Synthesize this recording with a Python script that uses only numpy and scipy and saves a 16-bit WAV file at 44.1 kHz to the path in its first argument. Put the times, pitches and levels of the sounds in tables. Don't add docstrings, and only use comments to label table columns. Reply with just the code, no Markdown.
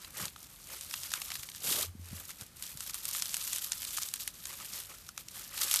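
import sys
import numpy as np
from scipy import signal
from scipy.fft import rfft, irfft, next_fast_len
from scipy.io import wavfile
from scipy.ndimage import uniform_filter1d

SR = 44100
rng = np.random.default_rng(int(sys.argv[2]) if len(sys.argv) > 2 else 0)


def dump(signal):
    limited = np.clip(np.atleast_2d(signal).T, -1, 1)
    pcm = np.round(limited * 32767).astype(np.int16)
    wavfile.write(sys.argv[1], SR, pcm)


N = 255780
T = np.arange(N) / SR


def from_db(db):
    return 10 ** (np.asarray(db) / 20)


def rms_one(x):
    return x / np.sqrt(np.mean(x ** 2) + 1e-20)


def drift(rate):
    knots = rng.standard_normal(4000)
    return np.interp(T * rate, np.arange(len(knots)), knots)


def colour(x, spectrum):
    size = next_fast_len(N + SR // 2) * 2
    hz, db = np.transpose(spectrum)
    bins_hz = np.fft.rfftfreq(size, 1 / SR)
    gain_db = np.interp(np.log(bins_hz + 1), np.log(hz), db)
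    gain = rms_one(from_db(gain_db))
    cepstrum = irfft(np.log(gain))[:size // 2]
    cepstrum[1:] *= 2
    response = np.exp(rfft(cepstrum, size))
    return irfft(rfft(x, size) * response)[:N]


def ring(hz, cycles, rise=0.0):
    life_s = cycles / hz
    age = np.arange(int(life_s * SR) + 2) / (life_s * SR)
    wave = np.sin(2 * np.pi * cycles * age * (1 + rise * age)) * from_db(-60 * age)
    return wave / np.abs(wave).max()


def add(out, s, wave):
    i = int(s * SR)
    out[i:i + len(wave)] += wave[:N - i]


def grains(per_s, spread_db, low_hz, high_hz, cycles, clump_db):
    at = np.flatnonzero(rng.random(N) < per_s / SR)
    size, place, sign = rng.random((N, 3))[at].T
    height_db = -spread_db * np.log(size + .015) + (clump_db * drift(170))[at]
    height = from_db(height_db) * np.sign(sign - .5)
    period = SR / (low_hz + (min(high_hz, SR / 3) - low_hz) * place)
    length = (cycles * period).astype(int)
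    which = np.repeat(np.arange(len(at)), length)
    age = np.arange(len(which)) - (np.cumsum(length) - length)[which]
    decay = from_db(-60 * age / length[which])
    waves = height[which] * np.sin(2 * np.pi * age / period[which]) * decay
    out = np.bincount(at[which] + age, waves, N)[:N]
    local_power = uniform_filter1d(out ** 2, int(.05 * SR)).clip(0)
    return out / np.sqrt(local_power + 1e-6)


def swell(peak, rise, fall):
    return np.cos(np.pi / 2 * np.clip((T - peak) / np.where(T < peak, rise, fall), -1, 1)) ** 2


# pitch_hz [Hz], relative_db [dB per Hz]
ROOM_SPECTRUM = [(20, -38), (30, -23), (44, 4.5), (60, -0.5), (85, 2), (115, -4), (150, -1), (250, -8),
                 (450, -15), (1000, -18), (3000, -20), (14000, -21.5)]
ROOM_TONE_DB = -59


def room_tone():
    return from_db(ROOM_TONE_DB) * colour(rng.standard_normal(N), ROOM_SPECTRUM)


# [dB, crackle before gain and unevenness]
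PULL = [(0.0, -59.5), (0.52, -54.5), (0.92, -46), (1.11, -43.5), (1.73, -49), (1.84, -58), (2.08, -67),
        (2.21, -55.5), (2.62, -48.5), (2.78, -48), (3.25, -39), (4.1, -47), (4.3, -48.5), (4.7, -49.5),
        (5.02, -52.5), (5.22, -57), (5.57, -43.5), (5.8, -34.5)]
# deepest_s [s], fade_s [s], recovery_s [s], dip_db [dB taken from the pull]
EASING_OFF = [(1.53, 0.071, 0.056, 9.5), (1.951, 0.072, 0.097, 28), (2.51, 0.1, 0.11, 13.5),
              (3.62, 0.077, 0.026, 1), (3.79, 0.045, 0.049, 4.5), (4.33, 0.12, 0.11, 4),
              (5.13, 0.046, 0.038, 11), (5.26, 0.057, 0.11, 5), (5.461, 0.11, 0.077, 5.5)]
# peak_s [s], rise_s [s], fall_s [s], crackle_db [dB], squelch_db [dB], pressure [0-1]
PRESSES = [(.04, 0.084, 0.16, -53, -60.5, 0.07), (0.217, .11, 0.091, -40.5, -46, 0.45),
           (.42, .09, 0.12, -56.5, -65.5, 0.02), (.735, 0.086, 0.072, -49.5, -52, 0.21),
           (1.045, 0.027, 0.085, -43, -55.5, 0), (1.16, 0.058, 0.077, -49, -49.5, 0.07),
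           (1.31, .10, 0.098, -59, -55.5, 0.08), (1.722, 0.14, 0.14, -31.5, -47.5, 0.98),
           (1.81, 0.065, 0.079, -34.5, -45.5, .6), (2.19, 0.26, 0.11, -49, -58.5, 0.16),
           (2.301, 0.031, 0.035, -45.5, -53.5, 0), (2.413, 0.035, 0.047, -50.5, -55, 0.22),
           (3.34, 0.046, 0.037, -43, -62, 0.08), (3.53, 0.036, 0.069, -41.5, -66, 0.01),
           (3.96, 0.25, 0.19, -40, -63.5, 0.05), (4.212, 0.032, 0.038, -38, -73, 0),
           (4.52, .08, 0.054, -46, -52.5, 0.06), (4.61, 0.051, 0.085, -47.5, -52.5, 0.16),
           (4.77, 0.11, 0.087, -43.5, -54.5, 0.13), (4.908, 0.036, 0.077, -52.5, -54.5, 0.18),
           (5.205, 0.033, 0.024, -47, -57, 0.12), (5.37, 0.06, 0.14, -47, -54.5, 0.08),
           (5.538, .07, 0.21, -53, -53, 0), (5.635, 0.076, 0.097, -32.5, -45.5, 0),
           (5.73, 0.062, 0.15, -33.5, -51.5, 0)]
UNEVEN_DB, UNEVEN_PER_S = 3, 25
PULL_CRACKLE_DB = -.5
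SQUELCH_SHARE, PULL_SQUELCH_DB = 0.58, -35


def kneading():
    pull_db = np.interp(T, *np.transpose(PULL))
    pull_db = pull_db + UNEVEN_DB * drift(UNEVEN_PER_S)
    for *times, dip_db in EASING_OFF:
        pull_db = pull_db - dip_db * swell(*times)
    crackle = from_db(pull_db + PULL_CRACKLE_DB)
    squelch = from_db(SQUELCH_SHARE * pull_db + PULL_SQUELCH_DB)
    pressing = 0
    for *times, crackle_db, squelch_db, pressure in PRESSES:
        shape = swell(*times)
        crackle = np.hypot(crackle, from_db(crackle_db) * shape)
        squelch = np.hypot(squelch, from_db(squelch_db) * shape)
        pressing = pressing + np.clip(pressure, 0, 1) * shape
    return 20 * np.log10(crackle), 20 * np.log10(squelch), pressing


# pitch_hz [Hz], relative_db [dB per Hz]
CRACKLE_SPECTRUM = [(300, -77), (700, -24.5), (1200, -29), (2000, -16.5), (3200, -4), (5000, -1.5),
                    (7000, 1), (9000, 2.5), (10500, 3), (12500, 7.5), (14000, 5.5)]


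def beads(crackle_db, pressing):
    per_s = 3400 * (1 + 2 * pressing)
    clump_db = 3.0 * (1 - .4 * pressing)
    snaps = grains(per_s, spread_db=3.9, low_hz=900, high_hz=14500, cycles=9, clump_db=clump_db)
    return from_db(crackle_db) * rms_one(colour(snaps, CRACKLE_SPECTRUM))


# pitch_hz [Hz], relative_db [dB per Hz]
SQUELCH_SPECTRUM = [(150, -29), (350, 0), (480, -19), (555, 0.5), (640, -10.5), (800, -5), (1050, -0.5),
                    (1250, 5), (1480, 1.5), (1800, 3.5), (2600, 4), (5000, 1), (10000, -62)]
# pitch_hz [Hz], relative_db [dB per Hz]
GURGLE_SPECTRUM = [(50, -20), (130, -1), (300, -4), (550, 3.5), (850, -4), (1400, -4), (2000, -8)]
GURGLE_DB = -47.5


def wet_slime(squelch_db, pressing):
    bubbles = grains(per_s=1000, spread_db=2.0, low_hz=400, high_hz=3200, cycles=24, clump_db=1.5)
    pockets = grains(per_s=1100, spread_db=1.8, low_hz=120, high_hz=1700, cycles=14, clump_db=1.2)
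    squelch = from_db(squelch_db) * rms_one(colour(bubbles, SQUELCH_SPECTRUM))
    gurgle = from_db(GURGLE_DB) * pressing * rms_one(colour(pockets, GURGLE_SPECTRUM))
    return squelch + gurgle


# pitch_hz [Hz], relative_db [dB per Hz]
ECHO_SPECTRUM = [(300, -41.5), (700, -11), (1200, -3), (2000, -6), (3500, 2.5), (8000, 3), (14000, -5)]


def reflections(x, t60, level_db):
    keep = from_db(-120 / (t60 * SR))
    power = signal.lfilter([0, 1 - keep], [1, -keep], x ** 2 + 1e-18)
    return from_db(level_db) * np.sqrt(power) * colour(rng.standard_normal(N), ECHO_SPECTRUM)


# [dB, before the loosened beads' gain]
POCKETS = [(0.0475, -27.5, 4240, 2550, -64, -36), (0.255, -16, 7200, 2290, -50.5, -30.5),
           (0.2818, -27, 3720, 2730, -54, -32), (0.3617, -33, 3100, 1240, -38, -40),
           (0.8109, -20.5, 8180, 2710, -54, -37), (0.9114, -32, 3780, 2590, -53, -30.5),
           (0.9401, -17.5, 3760, 2950, -24, -24.5), (1.0343, -20.5, 5770, 1330, -52, -32),
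           (1.1182, -24, 5650, 2350, -35, -28.5), (1.1378, -14.5, 7000, 1560, -23.5, -21.5),
           (1.2187, -17, 9680, 2800, -27.5, -27), (1.3037, -26, 5290, 1990, -35, -31),
           (1.3181, -19, 3680, 2750, -26, -31), (1.355, -21, 4620, 1680, -37, -25.5),
           (1.4325, -24, 7360, 2800, -53, -29.5), (1.4895, -24.5, 3000, 2790, -41, -37),
           (1.5174, -29, 4220, 2310, -56, -42), (1.5486, -27, 5890, 1690, -41, -47),
           (1.7273, -15.5, 4030, 1730, -43, -29.5), (2.3057, -25, 7000, 2200, -56, -40),
           (2.4112, -22, 8800, 1380, -46, -43), (2.6247, -16, 9900, 2030, -62, -41),
           (2.7734, -22.5, 8800, 1570, -47, -45), (2.8063, -18, 7400, 1290, -38.5, -38),
           (2.8967, -24.5, 6840, 1230, -53, -31), (2.944, -13.5, 9700, 1210, -42, -34),
           (3.0544, -12, 9400, 2300, -60, -33.5), (3.1123, -17.5, 10000, 1180, -49, -42),
           (3.1495, -27, 7100, 1250, -34.5, -26.5), (3.198, -21, 6900, 2540, -46, -30),
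           (3.2226, -11, 6600, 2630, -57, -26.5), (3.257, -18, 7050, 2300, -52, -35),
           (3.3433, -10.5, 8800, 2640, -25, -27), (3.3681, -12.5, 9400, 2570, -52, -32),
           (3.476, -19, 8610, 2790, -47, -32), (3.5321, -13, 7800, 2780, -48, -26),
           (3.561, -12.5, 9640, 2010, -52, -32), (3.584, -15, 9360, 1380, -56, -30),
           (3.7201, -10.5, 6740, 2690, -56, -25), (3.7323, -21.5, 5900, 2710, -54, -31),
           (3.82, -17, 9100, 2400, -53, -34), (3.831, -23, 8200, 2060, -42, -33),
           (3.8505, -16.5, 9420, 2660, -49, -34), (3.9732, -12, 8950, 1620, -32, -32),
           (3.9834, -29, 4160, 1210, -28, -28), (4.02, -33, 4750, 2280, -44, -27),
           (4.0327, -15.5, 6900, 2650, -58, -34.5), (4.0877, -20, 7100, 2550, -56, -45),
           (4.139, -10.5, 9380, 2740, -58, -26.5), (4.2771, -11, 10300, 2160, -29, -26),
           (4.4553, -19, 7600, 2620, -56, -33.5), (4.802, -20, 10800, 1830, -56, -38),
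           (5.0904, -28.5, 5700, 1310, -36.5, -34), (5.1777, -21, 6540, 1240, -36.5, -31),
           (5.2851, -24.5, 5850, 1390, -64, -40), (5.5781, -23, 8930, 1410, -43, -29),
           (5.6189, -15, 6250, 2730, -47, -23), (5.713, -8, 9120, 2340, -43, -23),
           (5.7405, -3.5, 9200, 1290, -28, -22), (5.748, -13.5, 5510, 2300, -38, -27),
           (5.76, -7, 8980, 2690, -46, -37), (5.7916, -13, 4660, 2360, -45, -39)]
LOOSENED_RISE_S, LOOSENED_S, LOOSENED_DB = 0.0016, 0.0027, -7
SNAP_LOW_HZ = 2580


def pops():
    snaps, cavities, loosened = np.zeros((3, N))
    bounce_s = rng.uniform(.0005, .0014, len(POCKETS))
    since = np.arange(-.01, .04, 1 / SR)
    slipping = np.exp(-np.abs(since) / np.where(since < 0, LOOSENED_RISE_S, LOOSENED_S))
    for (s, snap_db, snap_hz, cavity_hz, cavity_db, beads_db), lag in zip(POCKETS, bounce_s):
        snap = from_db(snap_db) * ring(snap_hz, cycles=5.5)
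        overtone = from_db(snap_db - 19) * ring(min(1.4 * snap_hz, SR / 3), cycles=26)
        add(snaps, s, snap)
        add(snaps, s, overtone)
        add(snaps, s + lag, from_db(-4) * snap)
        add(cavities, s, from_db(cavity_db) * ring(cavity_hz, cycles=14.6, rise=0.12))
        add(loosened, s + since[0], from_db(beads_db) * slipping)
    rustle = grains(per_s=7000, spread_db=2.5, low_hz=2000, high_hz=14000, cycles=5, clump_db=1)
    snaps = signal.sosfilt(signal.butter(2, SNAP_LOW_HZ, "high", fs=SR, output="sos"), snaps)
    burst = snaps + cavities + from_db(LOOSENED_DB) * loosened * rustle
    return signal.sosfilt(signal.butter(3, 950, "high", fs=SR, output="sos"), burst)


# start_s [s], level_db [dB peak, before filtering], pitch_hz [Hz]
KNOCKS = [(0.208, -43, 160), (0.223, -39, 172), (0.233, -37, 140), (0.268, -45, 190), (1.389, -46.5, 99),
          (1.951, -38, 205), (1.994, -44, 209), (2.111, -39.5, 108), (2.129, -33, 178), (2.418, -41.5, 116),
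          (2.752, -42.5, 146)]
# [dB, before gain and filtering]
DRAGGING = [(1.8, -47), (1.816, -62), (1.892, -42), (1.948, -60), (2.006, -43), (2.096, -53.5),
            (2.158, -45), (2.246, -74), (2.26, -86)]
SHUDDER_DB = -1


def table():
    drag_db = np.interp(T, *np.transpose(DRAGGING), left=-np.inf, right=-np.inf)
    shudder_hz = 87 * (1 + 0.049 * drift(24.9))
    shudder = np.sqrt(2) * np.sin(2 * np.pi * np.cumsum(shudder_hz) / SR)
    out = from_db(drag_db + SHUDDER_DB) * shudder
    for s, level_db, pitch_hz in KNOCKS:
        add(out, s, from_db(level_db) * ring(pitch_hz, cycles=4.9))
    return signal.sosfilt(signal.butter(2, [50, 330], "band", fs=SR, output="sos"), out)


def scene():
    crackle_db, squelch_db, pressing = kneading()
    slime = beads(crackle_db, pressing) + wet_slime(squelch_db, pressing) + pops()
    hands_and_table = reflections(slime, t60=.014, level_db=-7)
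    room = reflections(slime, t60=.12, level_db=-12)
    return (slime + hands_and_table + room + table() + room_tone())[None]


CUTOFF_HZ = 14200


def record(dry):
    lowpass = signal.firwin(201, CUTOFF_HZ, fs=SR, window="blackman")
    return signal.oaconvolve(dry, lowpass[None], "same", axes=1)


dry = scene()
out = record(dry)
dump(out)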